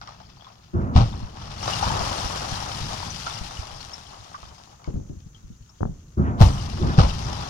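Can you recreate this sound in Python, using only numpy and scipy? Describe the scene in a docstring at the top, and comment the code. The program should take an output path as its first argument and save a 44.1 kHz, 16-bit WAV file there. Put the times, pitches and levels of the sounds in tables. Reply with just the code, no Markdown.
"""Stones clack over a trickle of debris, then shot holes fire one by one in a quarry. Each shot comes
first through the ground as a dull shudder, a fifth of a second later through the air as a boom and crack.
Rock slides down the face, boulders thud into soft spoil, insects sing faintly.
A small two-port microphone rounds off the loudest peaks."""
import sys
import numpy as np
from scipy import signal
from scipy.fft import rfft, irfft, next_fast_len
from scipy.io import wavfile
from scipy.ndimage import uniform_filter1d

SR = 44100
rng = np.random.default_rng(int(sys.argv[2]) if len(sys.argv) > 2 else 0)


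def file_out(sig):
    """Save sig as 16-bit WAV at sys.argv[1]."""
    # one column per channel
    cols = np.atleast_2d(sig).T
    # limit, then scale
    lim = np.clip(cols, -1, 1)
    pcm = np.round(lim * 32767).astype(np.int16)
    wavfile.write(sys.argv[1], SR, pcm)


N = 330309

# insect chorus: t/s, level/dB
CHORUS_LEVEL = [(0, -69), (4, -62), (5, -62.5), (7.49, -64.5)]
# source spectra: f/Hz, level/dB
INSECT_SPECTRUM = [(4500, -37), (5600, 0), (6300, 7), (7000, 2.5), (8200, -16), (11000, -39.5)]
AIR_SPECTRUM = [(200, -28), (600, 3), (1250, 12), (2000, 2.5), (4000, -1), (9000, -4), (15000, -6)]
DEBRIS_SPECTRUM = [(200, -1), (380, -7), (600, 1), (800, 6), (1100, 0), (1500, -10.5), (2200, -14),
                   (3000, -10), (4000, -11), (5400, -8), (6500, -17), (8000, -27.5), (10300, -29.5),
                   (15000, -49)]
RUMBLE_SPECTRUM = [(20, -8), (50, 0.5), (110, 2.5), (190, -4), (300, -15), (600, -19.5), (1500, -62)]
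SHOCK_SPECTRUM = [(30, -21), (80, 1), (170, -5), (260, -6.5), (380, -21), (700, -32), (1300, -28),
                  (2300, -74), (3500, -100)]
CRACK_SPECTRUM = [(150, -19), (270, -35.5), (500, -15.5), (800, -13), (1150, -22.5), (1700, -39),
                  (3000, -29.5), (5400, -31.5), (7500, -46.5), (10000, -51), (15000, -48)]
# right port against left, for the face and for boulders: f/Hz, level/dB
FACE_SHADE = [(200, -0.4), (400, -1.5), (740, -13.5), (1000, -10.5), (1300, 7.5), (2100, -3.5), (3200, -12),
              (5300, -21), (7800, -12.5), (11000, -10), (15000, 1.5)]
THUD_SHADE = [(200, 1), (450, -3.5), (1000, -11.5), (2000, -9.5)]
# stone strikes: t/s, level/dB, ring f/Hz, tick re ring/dB
STONE_HITS = [(0.014, -36.5, 1160, 14), (0.074, -33.5, 1090, 10.5), (0.201, -35.5, 790, 3.5),
              (0.407, -39, 3310, -17), (0.445, -38.5, 3400, 6), (0.467, -34, 1065, -4),
              (0.502, -43, 800, 4), (1.37, -40.5, 970, 16.5), (1.629, -19, 5630, 3.5),
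              (1.678, -20, 726, 12.5), (1.73, -18, 2860, -1), (1.827, -12.5, 860, 2), (1.9, -15, 930, -6),
              (2.416, -20, 800, -26), (2.488, -25, 5990, -20), (3.025, -23, 980, -4),
              (3.101, -24, 6080, -9), (3.265, -25, 1360, 10.5), (3.337, -25, 5700, 0),
              (3.805, -29, 4300, 2), (3.931, -22.5, 5460, -24), (4.342, -24, 1145, -13),
              (4.429, -42, 1140, 14.5), (4.581, -40.5, 4930, 5), (4.843, -44, 2130, 14.5),
              (5.346, -38.5, 3160, -3), (5.692, -40.5, 5580, -1.5)]
# stone resonances: f ratio, level/dB
RING_MODES = [(1, 9), (1.2, -13), (1.58, -12), (2.8, -31)]
# boulder landings: t/s, level/dB, brightness/Hz, t60/s
LANDINGS = [(1.221, -24, 88, 0.1), (1.859, -26, 190, 0.39), (1.999, -31, 190, 0.24),
            (2.243, -24.5, 160, 0.1), (2.521, -29, 131, 0.093), (2.804, -30, 99, 0.11),
            (3.41, -24.5, 88, 0.059), (3.589, -25, 91, 0.053), (3.72, -40, 100, 0.14),
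            (4.189, -45, 113, 0.31), (4.426, -44, 131, 0.32), (4.874, -24, 500, 0.17),
            (4.941, -17, 154, 0.035), (4.955, -26.5, 414, 0.25), (5.095, -33, 402, 0.24),
            (5.167, -38.5, 160, 0.089), (5.261, -34.5, 198, 0.048), (5.437, -37, 161, 0.14),
            (5.501, -33, 164, 0.1), (5.607, -40, 169, 0.078), (5.805, -24, 650, 0.31),
            (5.8284, -21, 1020, 0.026), (5.851, -23, 635, 0.095), (5.887, -26.5, 149, 0.14)]
# debris slides: t/s, length/s, gravel/dB, rock/dB, rumble/dB, sizzle re gravel/dB
DEBRIS_SLIDES = [(0, 0.64, -52, -52.5, -51, -18), (0.935, 0.23, -42, -39, -30.5, 0.5),
                 (1.106, 1, -52.5, -42.5, -35, -1), (1.31, 0.87, -40.5, -33, -32, -0.5),
                 (1.56, 3.14, -28.5, -22.5, -27.5, 4), (6.391, 0.057, -34, -30.5, -25, 6.5),
                 (6.5, 2, -38, -34, -24.5, 1), (6.948, 2, -35, -30.5, -45.5, 1)]
# slide envelopes: rise/s, sag/(dB/s), added sag on running out/(dB/s), idle level/dB
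GRAVEL_LAW = (0.14, 3.5, 10, -63)
ROCK_LAW = (0.44, 10.5, -3.5, -73)
RUMBLE_LAW = (0.42, 7.5, 6, -55)
# shots through the ground: t/s, jolt/dB, length/s, coda/dB, rasp/dB
GROUND_SHOCKS = [(0.73, -18, 0.046, -20, -54.5), (6.167, -14.5, 0.061, -18.5, -41.5),
                 (6.792, -20.5, 0.11, -25.5, -40)]
# shots through the air: t/s, boom/dB, boom f/Hz, f ratio per surge, crack/dB, crack fall per surge/dB,
# crack top/Hz, front/dB
AIR_BLASTS = [(0.9568, 3, 81, 1.2, -17.5, 3, 8300, 1), (6.408, 6, 120.5, 0.743, -11, 9.5, 12700, 1.5),
              (6.982, 3, 135.8, 0.66, -15, 3.5, 9600, -0.5)]
# three surges of a blast: delay/s, boom offset/dB, boom t60/s, crack t60/s
VENT_SURGES = [(0, 1, 0.074, 0.14), (.0165, -4, 0.097, 0.24), (.045, -9, 0.18, 0.21)]

SETTLE_DB_PER_S = 39  # after a slide or a landing


def undb(db):
    """Decibels to gain."""
    return 10 ** (np.asarray(db) / 20)


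def unit(x):
    """Scale to rms 1."""
    return x / np.sqrt(np.mean(x ** 2) + 1e-20)


def colour(x, spectrum):
    """Minimum-phase filter from (f/Hz, level/dB) points; attacks stay sharp."""
    hz, db = np.transpose(spectrum)
    size = next_fast_len(x.shape[-1] + 4096, True)
    size += size % 2
    bins_hz = np.fft.rfftfreq(size, 1 / SR)
    gain = undb(np.interp(np.log(bins_hz + 1), np.log(hz), db))
    cepstrum = irfft(np.log(gain))
    cepstrum[1:size // 2] *= 2
    cepstrum[size // 2 + 1:] = 0
    return irfft(rfft(x, size) * np.exp(rfft(cepstrum)))[..., :x.shape[-1]]


def band(x, hz, kind="bandpass", order=2):
    """Butterworth filter."""
    return signal.sosfilt(signal.butter(order, hz, kind, fs=SR, output="sos"), x)


def waver(rate_hz):
    """Random steps, smoothed twice; rms 1."""
    hold = int(SR / rate_hz)
    steps = np.repeat(rng.standard_normal(N // hold + 1), hold)
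    return unit(uniform_filter1d(uniform_filter1d(steps, hold), hold)[:N])


def port_noise(samples, spread):
    """White noise at two ports: one shared part, one of their own each."""
    noise = rng.standard_normal((3, samples))
    return (noise[0] + spread * noise[1:]) / np.sqrt(1 + spread ** 2)


def lagged(x, samples):
    """Delay the right port."""
    return np.array([x[0], np.concatenate([np.zeros(samples), x[1, :-samples]])])


def fade(t, rise_s, t60_s):
    """Quick rise, exponential decay."""
    return (1 - np.exp(-t / rise_s)) * undb(-60 * t / t60_s)


def burst(noise, envelope):
    """Enveloped noise, scaled to the envelope's rms."""
    return unit(noise * envelope) * np.sqrt(np.mean(envelope ** 2))


def add(out, at_s, x):
    """Mix x in at at_s."""
    start = max(int(at_s * SR), 0)
    out[:, start:start + x.shape[-1]] += x[..., :N - start]


def insects_and_air(air_db=-67):
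    """Far insect chorus over the faint hiss of open air."""
    chorus_db = np.interp(np.arange(N) / SR, *np.transpose(CHORUS_LEVEL))
    chorus = unit(colour(rng.standard_normal((2, N)), INSECT_SPECTRUM))
    chorus *= undb(chorus_db + .5 * waver(7.4))
    air = unit(colour(rng.standard_normal((2, N)), AIR_SPECTRUM))
    return chorus * undb([[1.5], [-1.5]]) + undb(air_db) * air


def aftershake(band_hz=(24, 120), offset_db=-20.5):
    """Landing boulders leave a deep ground rumble that settles."""
    kicks = np.zeros(N)
    for at_s, db, *_ in LANDINGS:
        kicks[int(at_s * SR)] += undb(db + offset_db) ** 2
    energy = signal.lfilter([1], [1, -undb(-SETTLE_DB_PER_S / SR) ** 2], kicks)
    return unit(band(rng.standard_normal(N), band_hz)) * np.sqrt(energy)


def boulders(contact_cycles=.41, spoil_hz=(28, 125)):
    """Blocks land in soft spoil: one push, shorter for a bright landing, then the spoil shakes."""
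    out, t = np.zeros((2, N)), np.arange(SR // 3) / SR
    for at_s, db, hz, t60_s in LANDINGS:
        spoil = band(port_noise(len(t), spread=.82), spoil_hz, order=1)
        shake = burst(band(spoil, 1.18 * hz, "lowpass", order=3), fade(t, .0016, t60_s))
        push = -.87 * np.exp(-((t - .0025) * hz / contact_cycles) ** 2) * (1 - np.exp(-t / .00067))
        # only the hardest landings knock on bare rock
        knock = -(hz / 600) ** 3 * np.exp(-((t - .0027) / .00028) ** 2)
        impact = band(push + knock, 28, "highpass")
        thud = band(shake + impact, min(7.4 * hz, 1800), "lowpass", order=6)
        add(out, at_s, undb(db + 2.5) * undb([[1], [-1]]) * thud)
    return out


def stones(ring_t60_s=.068, half_width_hz=115, rattle_db=-12.5):
    """Single stones strike rock: broad tick, short ring, rattle of loosened grit."""
    out, t = np.zeros((2, N)), np.arange(SR // 4) / SR
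    for at_s, db, hz, tick_db in STONE_HITS:
        noise = port_noise(len(t), spread=.73)
        ring = sum(undb(mode_db) * unit(band(noise, [k * hz - half_width_hz, k * hz + half_width_hz]))
                   for k, mode_db in RING_MODES if k * hz < 7000)
        grit = band(colour(noise, DEBRIS_SPECTRUM), [600, 7500])
        rattle = fade(t, .0048, t60_s=.32) * undb(2.9 * waver(420)[:len(t)] + rattle_db)
        tick = burst(grit, fade(t, .00026, t60_s=.0084) + rattle)
        clack = burst(ring, fade(t, .00077, ring_t60_s)) + undb(tick_db + 1) * tick
        add(out, at_s, undb(db - 4) * clack)
    return out


def chips(count=2200, lowest_hz=2600):
    """Hard splinters tick, each at its own pitch, with hardly any ring."""
    out, t = np.zeros((2, N)), np.arange(SR // 30) / SR
    envelope = fade(t, .0001, t60_s=.028)
    for when, pitch, size, side in rng.random((count, 4)):
        hz = lowest_hz * 4 ** pitch
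        pan = np.array([[np.cos(side * np.pi / 2)], [np.sin(side * np.pi / 2)]])
        tick = np.sin(2 * np.pi * hz * t) * envelope
        add(out, when * N / SR, (size + .02) ** -.35 * pan * tick)
    return unit(out)


def grains(rate_hz, scatter_db, t60_s, tail_gain, spread):
    """Small impacts of scattered size, each a tick and a short noise tail."""
    sizes = undb(scatter_db * np.minimum(rng.exponential(size=N), 4))
    ticks = (rng.random(N) < rate_hz / SR) * sizes / np.sqrt(rate_hz)
    pole = np.exp(-np.log(1000) / (t60_s * SR))  # t60_s: tail energy down to 1/1000
    energy = signal.lfilter([1 - pole], [1, -pole], ticks ** 2)
    return unit((ticks + tail_gain * np.sqrt(energy)) * port_noise(N, spread))


def flow(law, levels_db, run_out_share=.56):
    """Debris envelope: each slide swells, sags, runs out and settles over an idle trickle."""
    rise_s, sag_db_per_s, run_out_db_per_s, idle_db = law
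    t = np.arange(0, N / SR, .005)
    power = undb(idle_db) ** 2
    for (at_s, length_s, *_), db in zip(DEBRIS_SLIDES, levels_db):
        age_s = np.maximum(t - at_s, 0)
        swell = np.minimum(age_s / min(rise_s, length_s / 2), 1)
        fall_db = (sag_db_per_s * age_s
                   + run_out_db_per_s * np.maximum(age_s - run_out_share * length_s, 0)
                   + SETTLE_DB_PER_S * np.maximum(age_s - length_s, 0))
        power = power + (swell * undb(db - fall_db)) ** 2
    return np.interp(np.arange(N) / SR, t, np.sqrt(power))


def rockslide(split_hz=1900, sizzle_hz=6400):
    """Rocks clatter and gravel hisses down the face; the moving mass rumbles underneath."""
    _, _, gravel_db, rock_db, rumble_db, sizzle_db = np.transpose(DEBRIS_SLIDES)
    pour = flow(GRAVEL_LAW, gravel_db)
    density = (pour / pour.max()) ** .45  # fewer impacts in a thin trickle
    rocks = grains(700 * density, scatter_db=3.3, t60_s=.08, tail_gain=1.7, spread=.6)
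    rocks = unit(band(colour(rocks, DEBRIS_SPECTRUM), [300, split_hz], order=3))
    gravel = grains(2400 * density, scatter_db=3.4, t60_s=.045, tail_gain=2, spread=2)
    gravel += undb(-11) * chips()
    gravel = unit(band(colour(gravel, DEBRIS_SPECTRUM), split_hz, "highpass", order=3))
    dull = signal.sosfiltfilt(signal.butter(6, sizzle_hz, fs=SR, output="sos"), gravel)
    hiss = dull * pour + (gravel - dull) * flow(GRAVEL_LAW, gravel_db + sizzle_db)
    rumble = unit(colour(port_noise(N, spread=.03), RUMBLE_SPECTRUM))
    return (rocks * flow(ROCK_LAW, rock_db) * undb(.7 * waver(18))
            + hiss * undb(-.5 * waver(22))
            + rumble * flow(RUMBLE_LAW, rumble_db) * undb(2 * waver(7.5)))


def ground_shocks(edge_s=.02, knock_db=-24.5, crunch_db=-40):
    """A charge jolts the ground with a hollow knock; shudder, crunch and rasp last until the blast."""
    out, t = np.zeros((2, N)), np.arange(SR // 2) / SR
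    for at_s, db, length_s, coda_db, rasp_db in GROUND_SHOCKS:
        white = port_noise(len(t), spread=.48)
        ground = colour(white, SHOCK_SPECTRUM)
        onset = 1 - np.exp(-t / edge_s)
        handover = (1 + np.tanh((t - length_s) / edge_s)) / 2
        gate = (1 - np.tanh((t - .27) / .024)) / 2
        jolt = burst(ground, onset * (1 - handover))
        coda = burst(ground, fade(t, .011, t60_s=1.47) * handover * gate)
        shudder = band(undb(db) * jolt + undb(coda_db) * coda, 1630, "lowpass", order=4)
        rasp = unit(band(band(white, [750, 1650]), 4000, "lowpass", order=4))
        rasp *= np.exp(-((t - .11) / .04) ** 2)
        knock = burst(band(white, [200, 370], order=5), fade(t, .0034, t60_s=.32))
        crunch = burst(band(white, [520, 1250], order=3), onset * gate)
        add(out, at_s, shudder + undb(rasp_db) * rasp + undb(knock_db) * knock + undb(crunch_db) * crunch)
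    return out


def heaves(hz=38, offset_db=-12):
    """Rock lifted by each blast pushes a slow, deep wave of air."""
    out, t = np.zeros((2, N)), np.arange(SR // 2) / SR
    wave = -np.sin(2 * np.pi * hz * t) * fade(t, .0038, t60_s=.37)
    for at_s, boom_db, *_ in AIR_BLASTS:
        add(out, at_s, undb(boom_db + offset_db) * wave)
    return out


def fronts(band_hz=(330, 1250), delay_s=.004885, gap_s=.007, fall_db=2.5):
    """Four steep pressure fronts open each blast: midrange snaps, each weaker than the last."""
    out, t = np.zeros((2, N)), np.arange(SR // 20) / SR
    for at_s, *_, db in AIR_BLASTS:
        for k, noise in enumerate(rng.standard_normal((4, len(t)))):
            snap = burst(band(noise, band_hz), fade(t, .0012, t60_s=.009))
            add(out, at_s + delay_s + k * gap_s, undb(db - 5 - k * fall_db) * snap)
    return out


def crack(t, flutter_hz, t60_s, top_hz, leak_db=-7, flutter_db=3):
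    """Gas leaks, then bursts out at t = 0, fluttering with the pressure swings."""
    vent = fade(np.maximum(t, 0), .0026, t60_s) + undb(leak_db) * np.exp(-np.abs(t) / .0095)
    flutter = undb(flutter_db * np.sin(2 * np.pi * flutter_hz * t))
    gas = colour(port_noise(len(t), spread=1), CRACK_SPECTRUM)
    gas = band(band(gas, 283, "highpass", order=3), top_hz, "lowpass", order=5)
    return burst(gas, vent * flutter)


def boom(t, hz, t60_s, roughness=.26):
    """A few heavy pressure swings, roughened by turbulence."""
    envelope = fade(t, 1 / (4 * hz), t60_s)
    turbulence = band(colour(rng.standard_normal(len(t)), SHOCK_SPECTRUM), 380, "lowpass")
    return -np.sin(2 * np.pi * hz * t) * envelope + roughness * burst(turbulence, envelope)


def air_blasts(leak_s=.04, crack_lag_s=.004):
    """Each charge vents in three surges, each a boom and a crack."""
    out, t = np.zeros((2, N)), np.arange(SR // 2) / SR
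    for at_s, boom_db, first_hz, ratio, crack_db, fall_db, top_hz, _ in AIR_BLASTS:
        for k, (delay_s, offset_db, boom_t60_s, crack_t60_s) in enumerate(VENT_SURGES):
            surge_s, hz = at_s + delay_s, first_hz * ratio ** k
            add(out, surge_s, undb(boom_db + offset_db) * boom(t, hz, boom_t60_s))
            gas = crack(t - leak_s, hz, crack_t60_s, top_hz)
            add(out, surge_s + crack_lag_s - leak_s, undb(crack_db - k * fall_db) * gas)
    return out


def scene():
    """The face lies to the left, so the right port is late and shaded; boulders land further round."""
    left, right = rockslide() + air_blasts() + heaves() + fronts() + stones()
    face = np.array([left, colour(right, FACE_SHADE)]) + ground_shocks()
    near, far = boulders()
    thuds = np.array([near, colour(far, THUD_SHADE)])
    return lagged(face, samples=16) + lagged(thuds, samples=27) + aftershake() + insects_and_air()


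def record(dry):
    """The microphone rounds the biggest swings; low-pass at 15.8 kHz."""
    rounded = dry / (1 + dry ** 4) ** (1 / 4)
    return signal.sosfilt(signal.ellip(8, .2, 70, 15800, fs=SR, output="sos"), rounded)


dry = scene()
out = record(dry)
file_out(out)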